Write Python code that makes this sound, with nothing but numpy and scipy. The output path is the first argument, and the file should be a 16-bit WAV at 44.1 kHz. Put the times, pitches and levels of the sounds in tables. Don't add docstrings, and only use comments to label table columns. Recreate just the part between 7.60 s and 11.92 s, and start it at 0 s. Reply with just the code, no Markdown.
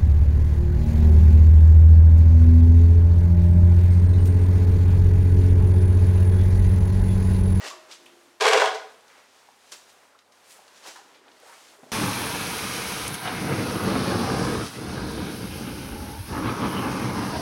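import sys
import numpy as np
from scipy import signal
from scipy.fft import rfft, irfft
from scipy.io import wavfile
from scipy.ndimage import uniform_filter1d

SR = 44100
rng = np.random.default_rng(int(sys.argv[2]) if len(sys.argv) > 2 else 0)


def wav_out(sig):
    wavfile.write(sys.argv[1], SR, np.round(np.clip(np.atleast_2d(sig).T, -1, 1) * 32767).astype(np.int16))


def amplitude_ratio(level_db):
    exponent = np.asarray(level_db, float) / 20
    return 10 ** exponent


N = 190413
T = np.arange(N) / SR

# time_s, push_db, grit_db
SCRAPE = [
    (0.8, -27.5, -37),
    (0.81, -9, -21),
    (0.862, -16.5, -21),
    (0.918, -14.5, -26.5),
    (0.936, -13.5, -17),
    (0.946, -16.5, -32),
    (1.06, -23, -27),
    (1.085, -16.5, -40),
]
# start_s, blow_db, sharpness (0 dull to 1 sharp), lip_contact_db
CATCHES = [(.8, -5.5, 0.31, -5), (0.8101, -4.5, 0.75, -1), (.828, -3, 0.31, -8), (.845, -3.5, 0.35, 7),
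           (.851, 2, .4, 4), (.865, -5, .75, -4), (0.885, -14, 0.81, -7), (.909, -0.5, 0.18, -3),
           (.922, 6, 0.44, -2), (.931, 1, .78, -3), (.94, 0.5, 0, 5), (.952, 1, 0.4, -16),
           (.962, 0.5, 0.28, -5.5), (0.973, 3.5, 0.48, -1), (.998, -6, 0.72, 8), (1.011, -7, .72, -3),
           (1.015, -4, 0.54, 12), (1.04, -10, 0.4, 10.5), (1.058, -9.5, 0.52, 8.5), (1.076, -5, 0.37, -0.5)]
# pitch_hz, width_hz, level_db
BLADE = [(435, 18, 3), (463, 14, -1), (510.6, 11, -10), (550, 16, -8), (655.4, 32, -2), (773, 25, -1),
         (855, 40, -5.5), (1019, 59, 1.5), (1217, 150, -7.5), (1480, 91, -1.5), (1667, 115, -9.5),
         (2057, 160, -3), (2450, 65, -23), (3230, 59, -8)]
# frequency_hz, density_db (per Hz)
GRIT = [(150, -76.5), (250, -57), (443, -5.5), (585, -11.5), (649, -27), (1040, 0.5), (1350, -8.5),
        (2080, -4), (8040, -21.5), (15800, -35)]
CATCH_RISE_S, CATCH_HOLD_S = 0.0021, 0.0076
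BELLY_LOSS_DB, GRIT_LOSS_DB = 13, 26.5
LIP_DB, LIP_GAIN_DB_PER_S = -11.5, 10.5

# peak_s, level_db, rise_s, fall_s (each spans 20 dB)
CRUMBLES = [(.06, -37, 0.12, 0.19), (.28, -59.5, 0.46, 0.093), (0.319, -48, 0.056, 0.055),
            (.47, -60, 0.16, 0.45), (.76, -62, 0.65, 0.19), (1.38, -58, 0.24, 0.11),
            (1.6, -50, 0.299, 0.083), (1.79, -62, 0.11, 0.076), (1.891, -54, 0.0086, 0.023),
            (2.03, -62, 0.22, 0.27), (2.122, -45.5, 0.016, 0.081), (2.3, -58.5, 0.074, .2),
            (2.43, -55, 0.13, 0.04), (2.56, -53.5, 0.12, 0.11), (2.81, -66, 0.21, .5),
            (3.04, -54.5, .5, 0.68), (3.18, -62, 0.34, .2), (3.27, -49.5, 0.056, 0.097),
            (3.36, -57, 0.023, 0.5), (3.55, -56, 0.19, 0.21), (3.686, -53, 0.11, 0.043),
            (3.878, -48, 0.15, 0.28), (4.22, -56, 0.57, 0.34)]
# peak_s, level_db, rise_s, fall_s (each spans 20 dB), crinkle_db
SWISHES = [(0.076, -31.5, 0.12, 0.071, -46), (.325, -38.5, 0.042, 0.076, -41),
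           (.459, -53.5, .003, .05, -0.5), (.62, -66, 0.22, 0.22, -1.5), (1.48, -66, 0.014, 0.16, 0),
           (1.59, -59, 0.15, 0.23, -18), (1.8, -60, 0.3, 0.074, -11), (2.1, -53.5, 0.23, .03, -3.5),
           (2.121, -41.5, 0.012, 0.091, -1), (2.295, -52.5, 0.026, 0.061, -3), (2.43, -65, 0.085, 0.077, 0),
           (2.83, -67.5, .03, 0.18, -10), (2.915, -47.5, 0.082, 0.14, 2), (3.18, -49, 0.15, 0.063, -7),
           (3.278, -36, 0.061, 0.11, -4.5), (3.36, -50.5, 0.014, 0.095, -5), (3.556, -67, 0.11, 0.024, -24),
           (3.73, -87, 0.088, .2, -23), (3.88, -54, 0.12, 0.77, 2.5), (4.09, -55, 0.98, 0.096, -21),
           (4.31, -61, 0.11, .2, -18)]
# time_s, level_db
STILL = [(2.45, -1), (2.61, -3), (2.635, -6), (2.715, -6), (2.722, -1), (3.57, -1.5), (3.63, -5.5),
         (3.69, -2.5), (4.14, 1), (4.2, -6), (4.24, -1)]
# frequency_hz, level_db
CLOTH_CRINKLE = [(4500, -32), (7000, 1.5), (9500, 3), (12500, -4.5), (16000, -11)]
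REST_CLOTH_DB, REST_CRINKLE_DB = -77.5, -86

# start_s, peak_db, centre_hz, width_share
TICKS = [(0.0444, -26, 3230, 1), (.064, -29, 3060, 0.68), (0.1001, -26, 4180, 0.75), (.3032, -53, 5980, .6),
         (0.313, -30.5, 3840, .57), (.4614, -35.5, 2840, 0.22), (.4774, -51, 3450, .9),
         (1.1463, -26, 3250, 0.78), (1.4067, -50, 4540, .7), (1.48, -43, 3400, 0.65),
         (2.1199, -25, 4580, 0.61), (2.2892, -54.5, 4230, .7), (2.5892, -41, 3070, .6),
         (2.7223, -42, 4760, .3), (2.9088, -49, 5620, .7), (3.0789, -40, 3970, 0.59),
         (3.236, -48, 4910, .7), (3.682, -40.5, 2970, 0.31), (3.716, -43, 3850, 0.33),
         (3.7987, -69, 3130, .7)]
# start_s, peak_db, centre_hz, spread_s
PINGS = [
    (.015, -46, 2870, .019),
    (.045, -36, 2780, .03),
    (.002, -47, 1940, .024),
    (.05, -41, 1850, 0.034),
    (.07, -45, 609, 0.022),
    (.103, -35.5, 1110, 0.019),
    (3.385, -47, 770, 0.032),
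    (3.888, -48, 922, .024),
]
# start_s, peak_db, centre_hz, spread_s
KNOCKS = [(.33, -51, 1240, .0085), (1.887, -43, 800, .003), (2.12, -42, 1480, .0083),
          (2.121, -52, 2820, .0084), (2.547, -47.5, 1240, 0.0081), (2.99, -45, 825, 0.0069),
          (3.357, -41.5, 1050, 0.022), (3.358, -42.5, 1550, 0.013), (3.829, -45.5, 560, 0.0092),
          (3.86, -50, 686, 0.035), (4.183, -48, 420, .015)]
# start_s, peak_db, centre_hz, spread_s
THUDS = [
    (1.5, -45, 1700, 0.11),
    (3.252, -37, 840, 0.042),
    (3.275, -45.5, 394, 0.016),
    (3.545, -44.5, 2700, .03),
    (3.925, -41, 1310, 0.03),
    (4.229, -44.5, 198, 0.014),
    (4.232, -38.5, 680, 0.014),
    (4.262, -44, 399, .017),
    (4.289, -47, 600, .006),
]
# start_s, peak_db, centre_hz, spread_s, width_share
SNAPS = [
    (.3165, -31, 4200, .0005, .5),
    (.4592, -41, 4500, .003, 1.2),
    (2.589, -52, 7000, .001, .5),
    (3.8, -49, 12000, .002, .3),
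    (2.33, -54, 12000, .002, .3),
]
TICK_SPREAD_S, LOUD_SPREAD_S = 0.0064, 0.01
PING_WIDTH, KNOCK_WIDTH, THUD_WIDTH = 0.044, 0.17, 0.58
DIRECT_DB = -15

# start_s, mode_number, level_db, t60_s
PROP = [(.0091, 6, -52, .5), (0.16, 0, -52, 0.78), (0.12, 6, -55, 0.78), (.41, 0, -57.5, 2.6),
        (0.38, 6, -67.5, 3), (0.084, 1, -49, 1.2), (.11, 2, -48, .5), (.1, 3, -56, 0.15),
        (0.04, 4, -37, 0.15), (0.015, 5, -44, 0.35)]
PROP_HZ = [347, 630, 684, 1125, 2700, 1920, 364]

# peak_s, level_db, rise_s, fall_s
SHUFFLES = [
    (.55, -63, 0.77, .6),
    (3.5, -65.5, 0.33, .5),
    (3.7, -67, 0.11, 0.13),
    (4.15, -65, 0.32, 0.36),
]

# frequency_hz, density_db (per Hz)
AIR = [(18, -46), (30, -22), (43, -48), (81, -24.5), (130, -17.5), (245, -7.5), (302, -15), (362, -5),
       (884, -3), (5840, -13), (9870, -17), (15800, -28.5)]
AIR_DB = -54
# pitch_hz, level_db
HUM = [(91.5, -83.5), (274.5, -78)]
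# frequency_hz, t60_s
ROOM_T60 = [(250, 0.57), (660, 0.54), (1740, 0.54), (4590, 0.53), (12100, 0.46)]


def shovel():
    s, push_db, grit_db = np.transpose(SCRAPE)
    lift = np.clip((s[-1] - T) / 0.005, 0, 1)
    belly = lip = amplitude_ratio(np.interp(T, s, push_db) - 13.5) * lift * (T > .8015)
    onset = np.clip((T - .806) / 0.002, 0, 1) ** 2
    high = amplitude_ratio(np.interp(T, s, grit_db) - 6.5) * lift * onset
    grit = grains(2200, 2.6, 0.45)

    for at, blow_db, sharp, contact_db in CATCHES:
        belly_db = blow_db - BELLY_LOSS_DB * sharp
        crack_db = blow_db - GRIT_LOSS_DB * (1 - sharp)
        lip_db = blow_db + contact_db + LIP_DB + LIP_GAIN_DB_PER_S * (at - s[0])
        t = np.maximum(T - at, 0)
        jump = (1 - np.exp(-t / CATCH_RISE_S)) * np.exp(-t / CATCH_HOLD_S)
        belly = belly + jump * amplitude_ratio(belly_db - 11.5)
        lip = lip + jump * amplitude_ratio(lip_db - 8.5)
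        high = high + jump * amplitude_ratio(crack_db - 12.5)
        grit[int((at + .0015) * SR)] += 9

    blade = 0
    for k, (hz, width_hz, db) in enumerate(BLADE):
        force = grit * (belly if hz < 600 else lip)
        blade = blade + (-1) ** k * amplitude_ratio(db) * ring(force, hz, width_hz) * np.sqrt(SR / width_hz)

    scale = np.std(colour(grit, GRIT))
    thrum = band(colour(grit * lip, GRIT), 190, 1970) / scale
    crackle = band(colour(grit * high * flicker(150, 2.), GRIT), 1240, 11400) / scale
    return band(amplitude_ratio(-11) * blade + amplitude_ratio(-2.5) * thrum + amplitude_ratio(5) * crackle, 280, 19300, order=4)


def rustle():
    crumble = sum(swell(*row) for row in CRUMBLES)
    rest = amplitude_ratio(3 * np.interp(T, *np.transpose(STILL)))
    rub = rest * amplitude_ratio(REST_CLOTH_DB)
    crinkle = rest * amplitude_ratio(REST_CRINKLE_DB)
    for at, db, rise, fall, crinkle_db in SWISHES:
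        swish = swell(at, db, rise, fall)
        rub = rub + swish
        crinkle = crinkle + swish * amplitude_ratio(crinkle_db)

    cloth = grains(6000, 0.84, 1.0)
    snow = unit(band(grains(2500, 0.7, 0.47), 385, 1610)) * crumble * flicker(25.176, 1.85)
    hiss = unit(band(cloth, 1783, 6700)) * rub * flicker(40.85, 1.)
    sheen = unit(colour(cloth, CLOTH_CRINKLE)) * crinkle
    return amplitude_ratio(-3.0) * (snow + hiss + sheen)


def small_hits():
    ticks = []
    for at, db, hz, width in TICKS:
        spread = TICK_SPREAD_S + LOUD_SPREAD_S * amplitude_ratio(db + 25) ** 2
        ticks.append((at, db, hz, spread, width))
    knocks = []
    for rows, width in ((PINGS, PING_WIDTH), (KNOCKS, KNOCK_WIDTH), (THUDS, THUD_WIDTH)):
        knocks += [(*row, width) for row in rows]
    return bursts(ticks, 3.2, -6.0) + bursts(knocks, 4.6, -1.36)


def cloth_snaps():
    return bursts(SNAPS, 5.0, 0)


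def prop():
    out = 0
    for at, mode, db, t60 in PROP:
        t = np.maximum(T - at, 0)
        hz = PROP_HZ[int(np.clip(round(mode), 0, 6))]
        envelope = np.exp(-np.log(1000) * t / t60) * np.clip(t / .012, 0, 1)
        out = out + amplitude_ratio(db) * np.sin(2 * np.pi * hz * T) * envelope * flicker(13, 2.8)
    return out


def boots():
    level = sum(swell(*row) for row in SHUFFLES)
    return unit(band(grains(900, 1.2, 1.0), 246, 465)) * level * flicker(15, 1.2)


def air():
    hum = sum(amplitude_ratio(db + 1) * np.sin(2 * np.pi * hz * T) for hz, db in HUM)
    bed = unit(colour(rng.standard_normal(N), AIR))
    dull = band(bed, 10, 1094)
    rub = (bed - dull) * amplitude_ratio(np.interp(T, *np.transpose(STILL)))
    return amplitude_ratio(AIR_DB - 3.5) * (dull + rub) * flicker(11, 1.0) + hum


def room(x, wet_db, count=3):
    t, out = T[:SR], x
    hz, t60 = np.transpose(ROOM_T60)
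    for k in range(count):
        tail = 0
        for f in 125 * 2 ** np.arange(0, 7.1, .5):
            fall = np.exp(-np.log(1000) * t / np.interp(np.log(f), np.log(hz), t60))
            tail = tail + band(rng.standard_normal(SR), f / 2 ** .25, f * 2 ** .25) * fall
        tail = tail * np.clip(t / 0.004, 0, 1)
        tail = tail / np.sqrt(np.sum(tail ** 2))
        share = np.sqrt(2 / count) * np.cos(np.pi * (9 * T - k / count))
        out = out + amplitude_ratio(wet_db) * signal.fftconvolve(x * np.abs(share), tail)[:N]
    return out


def bursts(table, snap, gain_db):
    out, t = np.zeros(N + 8192), T[:8192]
    sprays = rng.standard_normal((len(table), 8192))
    for (at, db, hz, spread, width), spray in zip(table, sprays):
        w = 1 + max(width, .02)
        strike = spray * np.exp(-t / max(spread, 5e-4)) + snap * (t == 0)
        hit = band(strike, hz / w, hz * w)
        out[int(at * SR):][:8192] += amplitude_ratio(db + gain_db) * hit / np.abs(hit).max()
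    return out[:N]


def grains(per_s, scatter_db, bed):
    size = amplitude_ratio(scatter_db * rng.exponential(size=N)) * rng.standard_normal(N)
    impacts = unit(size * (rng.random(N) < per_s / SR))
    return unit(impacts + bed * rng.standard_normal(N))


def swell(at, db, rise, fall):
    distance = np.maximum((at - T) / max(rise, 1e-3), (T - at) / max(fall, 1e-3))
    return amplitude_ratio(db - 20 * distance)


def flicker(per_s, depth_db):
    k = int(SR / per_s)
    steps = np.repeat(rng.standard_normal(N // k + 1), k)
    return amplitude_ratio(depth_db * unit(uniform_filter1d(steps, k)[:N]))


def ring(x, hz, width_hz):
    r = np.exp(-np.pi * width_hz / SR)
    return signal.lfilter([1 - r, 0, r - 1], [1, -2 * r * np.cos(2 * np.pi * hz / SR), r * r], x)


def colour(x, points):
    hz, db = np.transpose(points)
    f = np.maximum(np.fft.rfftfreq(len(x), 1 / SR), 1)
    gain = amplitude_ratio(np.interp(np.log(f), np.log(hz), db))
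    return irfft(rfft(x) * gain, len(x))


def band(x, lo_hz, hi_hz, order=2):
    sos = signal.butter(order, [lo_hz, min(hi_hz, .45 * SR)], "band", fs=SR, output="sos")
    return signal.sosfilt(sos, x)


def unit(x):
    return x / np.sqrt(np.mean(x ** 2) + 1e-18)


def scene():
    cloth = rustle()
    small = small_hits()
    shared = room(shovel() + small + amplitude_ratio(-9.5) * cloth, -4.5)
    near = amplitude_ratio(-9) * cloth + amplitude_ratio(DIRECT_DB) * small + cloth_snaps()
    return (shared + near + prop() + boots() + air())[None]


def band_limit(x):
    return signal.sosfilt(signal.butter(12, 15980, fs=SR, output="sos"), x)


def record(dry):
    rounded = np.tanh(.5 * dry) / .5
    thin = signal.sosfilt(signal.butter(2, 50, "high", fs=SR, output="sos"), rounded)
    mix = signal.sosfilt(signal.ellip(10, .2, 70, 15950, fs=SR, output="sos"), thin)
    return band_limit(mix)


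dry = scene()
out = record(dry)
wav_out(out)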